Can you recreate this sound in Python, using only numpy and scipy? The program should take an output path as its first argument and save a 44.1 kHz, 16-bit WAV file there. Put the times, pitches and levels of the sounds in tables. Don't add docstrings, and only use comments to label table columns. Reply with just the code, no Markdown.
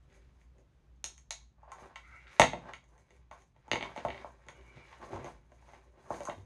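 import sys
import numpy as np
from scipy import signal
from scipy.fft import rfft, irfft
from scipy.io import wavfile
from scipy.ndimage import uniform_filter1d

SR = 44100
rng = np.random.default_rng(int(sys.argv[2]) if len(sys.argv) > 2 else 0)


def transcribe(u):
    v = np.clip(np.atleast_2d(u).T, -1, 1)
    q = np.round(v * 32767).astype(np.int16)
    wavfile.write(sys.argv[1], SR, q)


N = 284445

# frequency_hz, relative_density_db
HISS_SPECTRUM = [(15, -38.5), (25, -11), (69, -0.5), (140, -10.5), (270, -15), (519, -24), (971, -26),
                 (3590, -36.5), (5180, -43), (6550, -44.5), (12900, -55.5), (16800, -78.5), (22000, -120)]
# firmest_s, swell_s, fade_s, case_db, lid_db, tick_db, counter_db
STROKES = [(0.15, .15, 0.18, -79.5, 7.5, -1.5, 10.5), (0.41, 0.28, .12, -80, -2, -8, -8),
           (0.59, 0.063, 0.094, -80.5, -2, -10, 12.5), (0.85, 0.2, 0.12, -91.5, -7.5, -16, 16.5),
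           (1.65, 0.062, .1, -73, -29, -33, -14), (1.81, 0.17, 0.14, -51.5, -16, -27, -15),
           (1.859, 0.043, 0.028, -60, -6, -19, 1), (2.15, 0.28, .2, -69.5, -2, -11, -4),
           (2.33, 0.16, 0.24, -64.5, 6, -13.5, -3.5), (2.67, .15, 0.095, -51, -14, -28.5, -13),
           (2.95, 0.147, .2, -69.5, -11, -11.5, -1), (3.139, 0.19, 0.19, -76, 2, -12.5, 0),
           (3.4, .1, .1, -72.5, -8, -6, -4.5), (3.86, 0.15, 0.06, -48.5, -14, -27, -2.5),
           (4.099, 0.37, 0.31, -58.5, 1.5, -14.5, -1), (4.22, 0.09, .06, -61.5, -4, -14, 3),
           (4.4, .2, 0.16, -82, -11.5, -24.5, -10), (4.6, 0.25, 0.45, -72.5, -3, -14, 10),
           (4.95, 0.69, 0.094, -64, 0, -15, -6.5), (5.044, 0.056, 0.09, -45, -17.5, -27.5, -14),
           (5.15, 0.14, 0.16, -48.5, -11, -29, 2.5), (5.279, 0.29, 0.14, -59.5, -4, -13.5, -11.5),
           (5.729, 0.33, .2, -67, -3, -11, -2), (6.08, 0.39, 0.076, -66.5, -8, -22, 2),
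           (6.149, 0.12, 0.16, -48.5, -11.5, -17, -13.5), (6.27, 0.31, 0.3, -64, -10, -6.5, -12)]
# pitch_hz, level_db, t60_s
CASE_MODES = [(581, -7, 0.089), (708, -1, 0.034), (774, -18, 0.075), (846.7, 5.5, 0.029), (934, -7, 0.035),
              (1074, -3.5, 0.061), (1366, -7, 0.06), (1500, -7, 0.095)]
LID_MODES = [(1574, 5, 0.0044), (2011, 2, 0.025), (2215, -5.5, 0.069), (2441, -10.5, 0.035),
             (2720, -8.5, 0.033), (3110, -6.5, 0.023), (3360, -16.5, 0.06), (3670, -11, 0.032),
             (4480, -17.5, 0.022)]
TICK_MODES = [(4340, -5, .003), (4900, -6.5, 0.004), (5700, -7, 0.0044), (6530, 0.5, 0.0096),
              (7300, -3, 0.0033), (8200, -7, 0.0049), (9300, -5, 0.0035), (10900, -9.5, 0.0023),
              (12600, -17, .002)]
COUNTER_MODES = [(44, -17.5, 0.28), (62, -15.5, 0.27), (122, -8.5, .15), (181, -11.5, 0.15),
                 (258.4, -6, 0.075), (351.4, -8.5, 0.12), (494.3, -9, 0.14)]
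# (lid, tick and counter relative to the case; case modes near favoured_hz are weakened least)
BLOWS = [(0.1, -75, 9, -7, -2, 0.57, 790), (0.128, -72, -13, 3, 6, 0.62, 904),
         (0.414, -65, 4, -16, -17, 0.4, 689), (0.583, -63.5, -9, -5, 9.5, 0.62, 546),
         (0.96, -82, -8, 4, -11.5, 0.5, 800), (1.042, -40.5, -4, 13.5, -9, 0.47, 740),
         (1.179, -63.5, 7.5, 12, -10, 0.62, 1100), (1.307, -42, 1.5, 12, -45, 0.81, 700),
         (1.583, -61.5, -39, -37.5, -8, 0.83, 820), (1.631, -47.5, -37, -29, -20, 0.9, 835),
         (1.678, -41.5, -39, -47, -29, 0.5, 735), (1.718, -36, -15, -10.5, -27, 1, 1050),
         (1.797, -50, -28, -15, -9, 0.39, 820), (1.819, -46.5, -33, -35, 1.5, 0.72, 735),
         (1.958, -39.5, -1, -10, -37, 0.93, 1040), (2.238, -69, -3, -21, -8, 0.63, 1320),
         (2.269, -61.5, 9.5, -14, -12, 1, 1210), (2.397, 3, -12, -19.5, -15.5, 0.4, 706),
         (2.417, -8, -2, -19, -13.5, 0.46, 840), (2.533, -25.5, -13, -33, -10, 0.89, 690),
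         (2.689, -41.5, -14.5, -28, -19, 0.88, 631), (2.735, -41, 4, -10, -23.5, 0.58, 1180),
         (2.841, -69, -4, 2.5, -3.5, 0.53, 585), (2.979, -64, -3, -2, -11, 0.88, 791),
         (3.106, -59.5, -1.5, -2, 1.5, 0.86, 786), (3.312, -35.5, -16, -25, -20, 0.77, 930),
         (3.337, -50.5, -18.5, -17, -16, 0.2, 952), (3.42, -65.5, -1.5, -1, -4, 0.87, 966),
         (3.563, -58.5, -9.5, -25, -4, 0.78, 730), (3.68, -47, -17, -17, -4.5, 0.91, 829),
         (3.715, -14.5, 4.5, -23, -3, 0.21, 740), (3.732, -19.5, -3, -24, -3, 0.36, 783),
         (3.756, -30, 0, -16, -6.5, 0.79, 950), (3.809, -29.5, 3, -29, -10, 0.29, 780),
         (3.826, -27, -0.5, -22, -7, 0.45, 700), (3.962, -33.5, -14.5, -20.5, -36, 0.96, 750),
         (3.976, -26, -10, -28.5, -6.5, 0.39, 787), (4.05, -16.5, -24.5, -36.5, -12, 0.57, 735),
         (4.084, -35.5, -6, -25, -5, 1, 846), (4.103, -33, -1, -31, -19, 0.53, 845),
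         (4.145, -36.5, -9, -37, -26, 0.71, 579), (4.177, -56, 10, -21, -17, 1, 821),
         (4.246, -26, -33, -52, -18.5, 0.38, 730), (4.466, -54, -13.5, -11.5, 3, 1, 830),
         (4.485, -41.5, -1.5, -8, -3.5, 0.65, 1120), (4.61, -67, 7, -25, 4, 0.61, 729),
         (4.769, -53.5, -2.5, -23, 3, 0.97, 704), (4.927, -46, -6.5, -26, -21, 0.86, 939),
         (5.132, -26.5, -32.5, -33, -28.5, 0.49, 752), (5.16, -31.5, -22, -26, -12, 0.68, 977),
         (5.244, -36.5, -16, -14, -3.5, 0.85, 700), (5.258, -34, -17, -40.5, -7.5, 0.97, 646),
         (5.518, -50.5, -19, -21, -8, 0.81, 580), (5.625, -54.5, -28, -29.5, -24.5, 0.61, 845),
         (5.688, -49, -13, -19.5, -13.5, 0.57, 703), (5.734, -46.5, -12, -22, -11, 0.93, 759),
         (5.973, -51.5, -18.5, -37.5, -7, 0.8, 568), (6.105, -19.5, -42.5, -38, -11, 0.46, 743),
         (6.141, -40, -8, -25, 1, 0.69, 760), (6.205, -26.5, -23.5, -24, -16.5, 0.96, 569),
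         (6.253, -37, -16, -1.5, -27, 0.74, 1090), (6.273, -24.5, -42, -48, -25, 0.4, 1120),
         (6.285, -22.5, -36.5, -47, -11.5, 0.6, 610), (6.297, -34, -6.5, -37, -26, 1, 700),
         (6.379, -52, -8, -40, 7.5, 0.67, 686)]
# start_s, level_db
CLASP_SNAPS = [(1.042, -32), (1.179, -64), (1.308, -31.5)]
# pitch_hz, level_db, t60_s
CLASP_MODES = [(1565, 4.5, 0.0053), (2740, 6, 0.0071), (3830, 4, 0.01), (4170, -3.5, 0.031),
               (5420, -2.5, 0.012)]
# start_s, length_s, first_pitch_hz, last_pitch_hz, level_db, width_hz
WAVERING_SPELLS = [(2.02, .33, 2057, 2220, -64.5, 399), (4.523, 0.504, 2270, 2280, -72, 257)]
# pitch_ratio, relative_db
WAVERING_BANDS = [(.43, -16), (.67, -4.5), (1, -1), (1.272, -14)]
# centre_s, level_db, pitch_hz, length_s
HAND_THUDS = [(2.465, -55, 47.3, 0.13), (3.993, -53, 63.8, 0.047), (4.099, -47.5, 66.3, 0.083),
              (4.62, -54, 61.4, 0.085), (4.77, -50.5, 125, 0.026), (5.23, -53, 131, 0.065),
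              (6.153, -60.5, 109.5, 0.038), (6.391, -47.5, 94.4, 0.047)]
# delay_s, level_db
WALL_ECHOES = [(.007, -9.5), (.019, -11.5)]
# centre_hz, level_db, t60_s
ROOM_TAIL = [(152, 1.5, 0.6), (400, -1.5, 0.23), (990, 0, 0.15), (2500, -5, 0.25), (4700, -1.5, 0.3),
             (8600, 0.5, 0.18)]


def undb(db):
    return 10 ** (np.asarray(db) / 20)


def level(x, db):
    return x * undb(db) / np.sqrt(np.mean(x ** 2))


def band(x, hz, width_hz):
    return signal.lfilter(*signal.iirpeak(hz, hz / width_hz, SR), x)


def wander(rate_hz, size=N):
    span = int(SR / rate_hz)
    return level(uniform_filter1d(uniform_filter1d(rng.standard_normal(size), span), span), 0)


def mains_hum(hum_hz=59, hum_db=-61, buzz_hz=129, buzz_width_hz=49, buzz_db=-72.5):
    strength = undb(hum_db) * (1 + 0.48 * wander(17))
    phase = 2 * np.pi * np.cumsum(hum_hz + 2.5 * wander(19)) / SR
    buzz = band(band(rng.standard_normal(N), buzz_hz, buzz_width_hz), buzz_hz, buzz_width_hz)
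    return strength * np.sin(phase) + level(buzz, buzz_db)


def hiss(level_db=-71.5, swell_db=2.5):
    bins_hz = np.maximum(np.fft.rfftfreq(N, 1 / SR), 1)
    hz, db = np.transpose(HISS_SPECTRUM)
    colour = undb(np.interp(np.log(bins_hz), np.log(hz), db))
    noise = irfft(rfft(rng.standard_normal(N)) * colour, N)
    return level(noise, level_db) * undb(swell_db * wander(3.1))


def slips(modes, slips_per_s=2500, scatter_db=2, judder_db=3.5, damping=5.2):
    force = undb(scatter_db * rng.exponential(size=N) + judder_db * wander(40))
    clicks = force * rng.standard_normal(N) * (rng.random(N) < slips_per_s / SR)
    out = 0
    for hz, db, t60 in modes:
        width_hz = min(damping * np.log(1000) / np.pi / t60, hz / 2)
        out = out + level(band(band(clicks, hz, width_hz), hz, 2 * width_hz), db)
    return level(out, 0)


def sliding(stroke_db=20, skid_db=-19, skid_fade_s=.09):
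    t, power = np.arange(N) / SR, np.zeros((4, N))
    skids = [(s + 0.0026, .003, skid_fade_s, min(db, -36) + skid_db, min(lid, -3), min(tick, -16), counter)
             for s, db, lid, tick, counter, _, _ in BLOWS]
    for s, swell, fade, db, *shares_db in STROKES + skids:
        span = slice(max(int((s - 1.5 * swell) * SR), 0), int((s + 1.5 * fade) * SR))
        pressure_db = db - stroke_db * np.maximum((s - t[span]) / swell, (t[span] - s) / fade)
        power[:, span] += undb(pressure_db + np.array([0, *shares_db])[:, None]) ** 2
    bodies = CASE_MODES, LID_MODES, TICK_MODES, COUNTER_MODES
    return sum(envelope * slips(modes) for envelope, modes in zip(np.sqrt(power), bodies))


def ring(modes, t, sustain, favoured_hz=None, contact_cycles=0.51):
    hz, db, t60 = np.transpose(modes)[:, :, None]
    detune, strength = rng.standard_normal((2, 9, 1))[:, :len(modes)]
    if favoured_hz:
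        db = db - 23.5 * np.abs(np.log2(hz / favoured_hz))
    hz = hz * (1 + .015 * detune)
    polarity = (-1) ** np.arange(len(modes))[:, None]
    gain = polarity * undb(db + 2 * strength)
    rise = (1 - np.exp(-t * hz / contact_cycles)) ** 2
    decay = np.exp(-np.log(1000) * t / t60 / sustain)
    return np.sum(gain * rise * decay * np.sin(2 * np.pi * hz * t), axis=0)


def knocks():
    out, t = np.zeros(N + SR), np.arange(SR // 8) / SR
    for start_s, case_db, lid_db, tick_db, counter_db, sustain, favoured_hz in BLOWS:
        blow = (ring(CASE_MODES, t, sustain, favoured_hz)
                + undb(lid_db) * ring(LID_MODES, t, sustain)
                + undb(tick_db) * ring(TICK_MODES, t, sustain=1)
                + undb(counter_db) * ring(COUNTER_MODES, t, sustain))
        out[int(start_s * SR):][:len(t)] += undb(case_db) * blow
    return out[:N]


def clasp_snaps():
    out, t = np.zeros(N + SR), np.arange(SR // 16) / SR
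    for start_s, db in CLASP_SNAPS:
        out[int(start_s * SR):][:len(t)] += undb(db) * ring(CLASP_MODES, t, sustain=0.63)
    return out[:N]


def wavering_bands(waver_db=5.5):
    out = np.zeros(N)
    for start_s, length_s, first_hz, last_hz, db, width_hz in WAVERING_SPELLS:
        span = np.arange(int(start_s * SR), int((start_s + length_s) * SR))
        n = len(span)
        phase = 2 * np.pi * np.cumsum(np.linspace(first_hz, last_hz, n)) / SR
        for ratio, share_db in WAVERING_BANDS:
            envelope = undb(db + share_db + waver_db * wander(15, n)) * signal.windows.tukey(n, .2)
            sine = wander(width_hz, n) * np.sin(ratio * phase)
            cosine = wander(width_hz, n) * np.cos(ratio * phase)
            out[span] += envelope * (sine + cosine)
    return out


def hand_thuds():
    out, t = np.zeros(N + SR), np.arange(-SR // 4, SR // 4) / SR
    for centre_s, db, hz, length_s in HAND_THUDS:
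        push = undb(db) * np.exp(-(2 * t / length_s) ** 2)
        out[int(centre_s * SR) - SR // 4:][:len(t)] += push * np.sin(2 * np.pi * hz * t)
    return out[:N]


def bathroom(x, build_s=.006, smear_s=.0015):
    t = np.arange(SR // 2) / SR
    response = np.zeros(len(t))
    for hz, db, t60 in ROOM_TAIL:
        envelope = (1 - np.exp(-t / build_s)) * np.exp(-np.log(1000) * t / t60)
        tail = band(band(rng.standard_normal(len(t)), hz, hz), hz, 2 * hz) * envelope
        response += tail * undb(db) * np.sqrt(hz / SR / np.sum(tail ** 2))
    for delay_s, db in WALL_ECHOES:
        echo = rng.standard_normal(len(t)) * np.exp(-np.abs(t - delay_s) / smear_s)
        response += echo * undb(db) / np.sqrt(np.sum(echo ** 2))
    response[0] += 1
    return signal.fftconvolve(x, response)[:N]


def scene(bass_hz=40, treble_hz=11250):
    near = bathroom(knocks() + clasp_snaps() + hand_thuds() + sliding() + wavering_bands())
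    near = signal.sosfilt(signal.butter(4, treble_hz, fs=SR, output="sos"), near)
    near = signal.sosfilt(signal.butter(2, bass_hz, "high", fs=SR, output="sos"), near)
    return (near + mains_hum() + hiss())[None]


def record(dry, port_hz=6260, port_db=-6.5, ceiling=1.2, top_hz=15400):
    wet = dry + undb(port_db) * band(dry, port_hz, width_hz=1000)
    wet = ceiling * np.tanh(wet / ceiling)
    return signal.sosfilt(signal.ellip(8, .2, 70, top_hz, fs=SR, output="sos"), wet)


dry = scene()
out = record(dry)
transcribe(out)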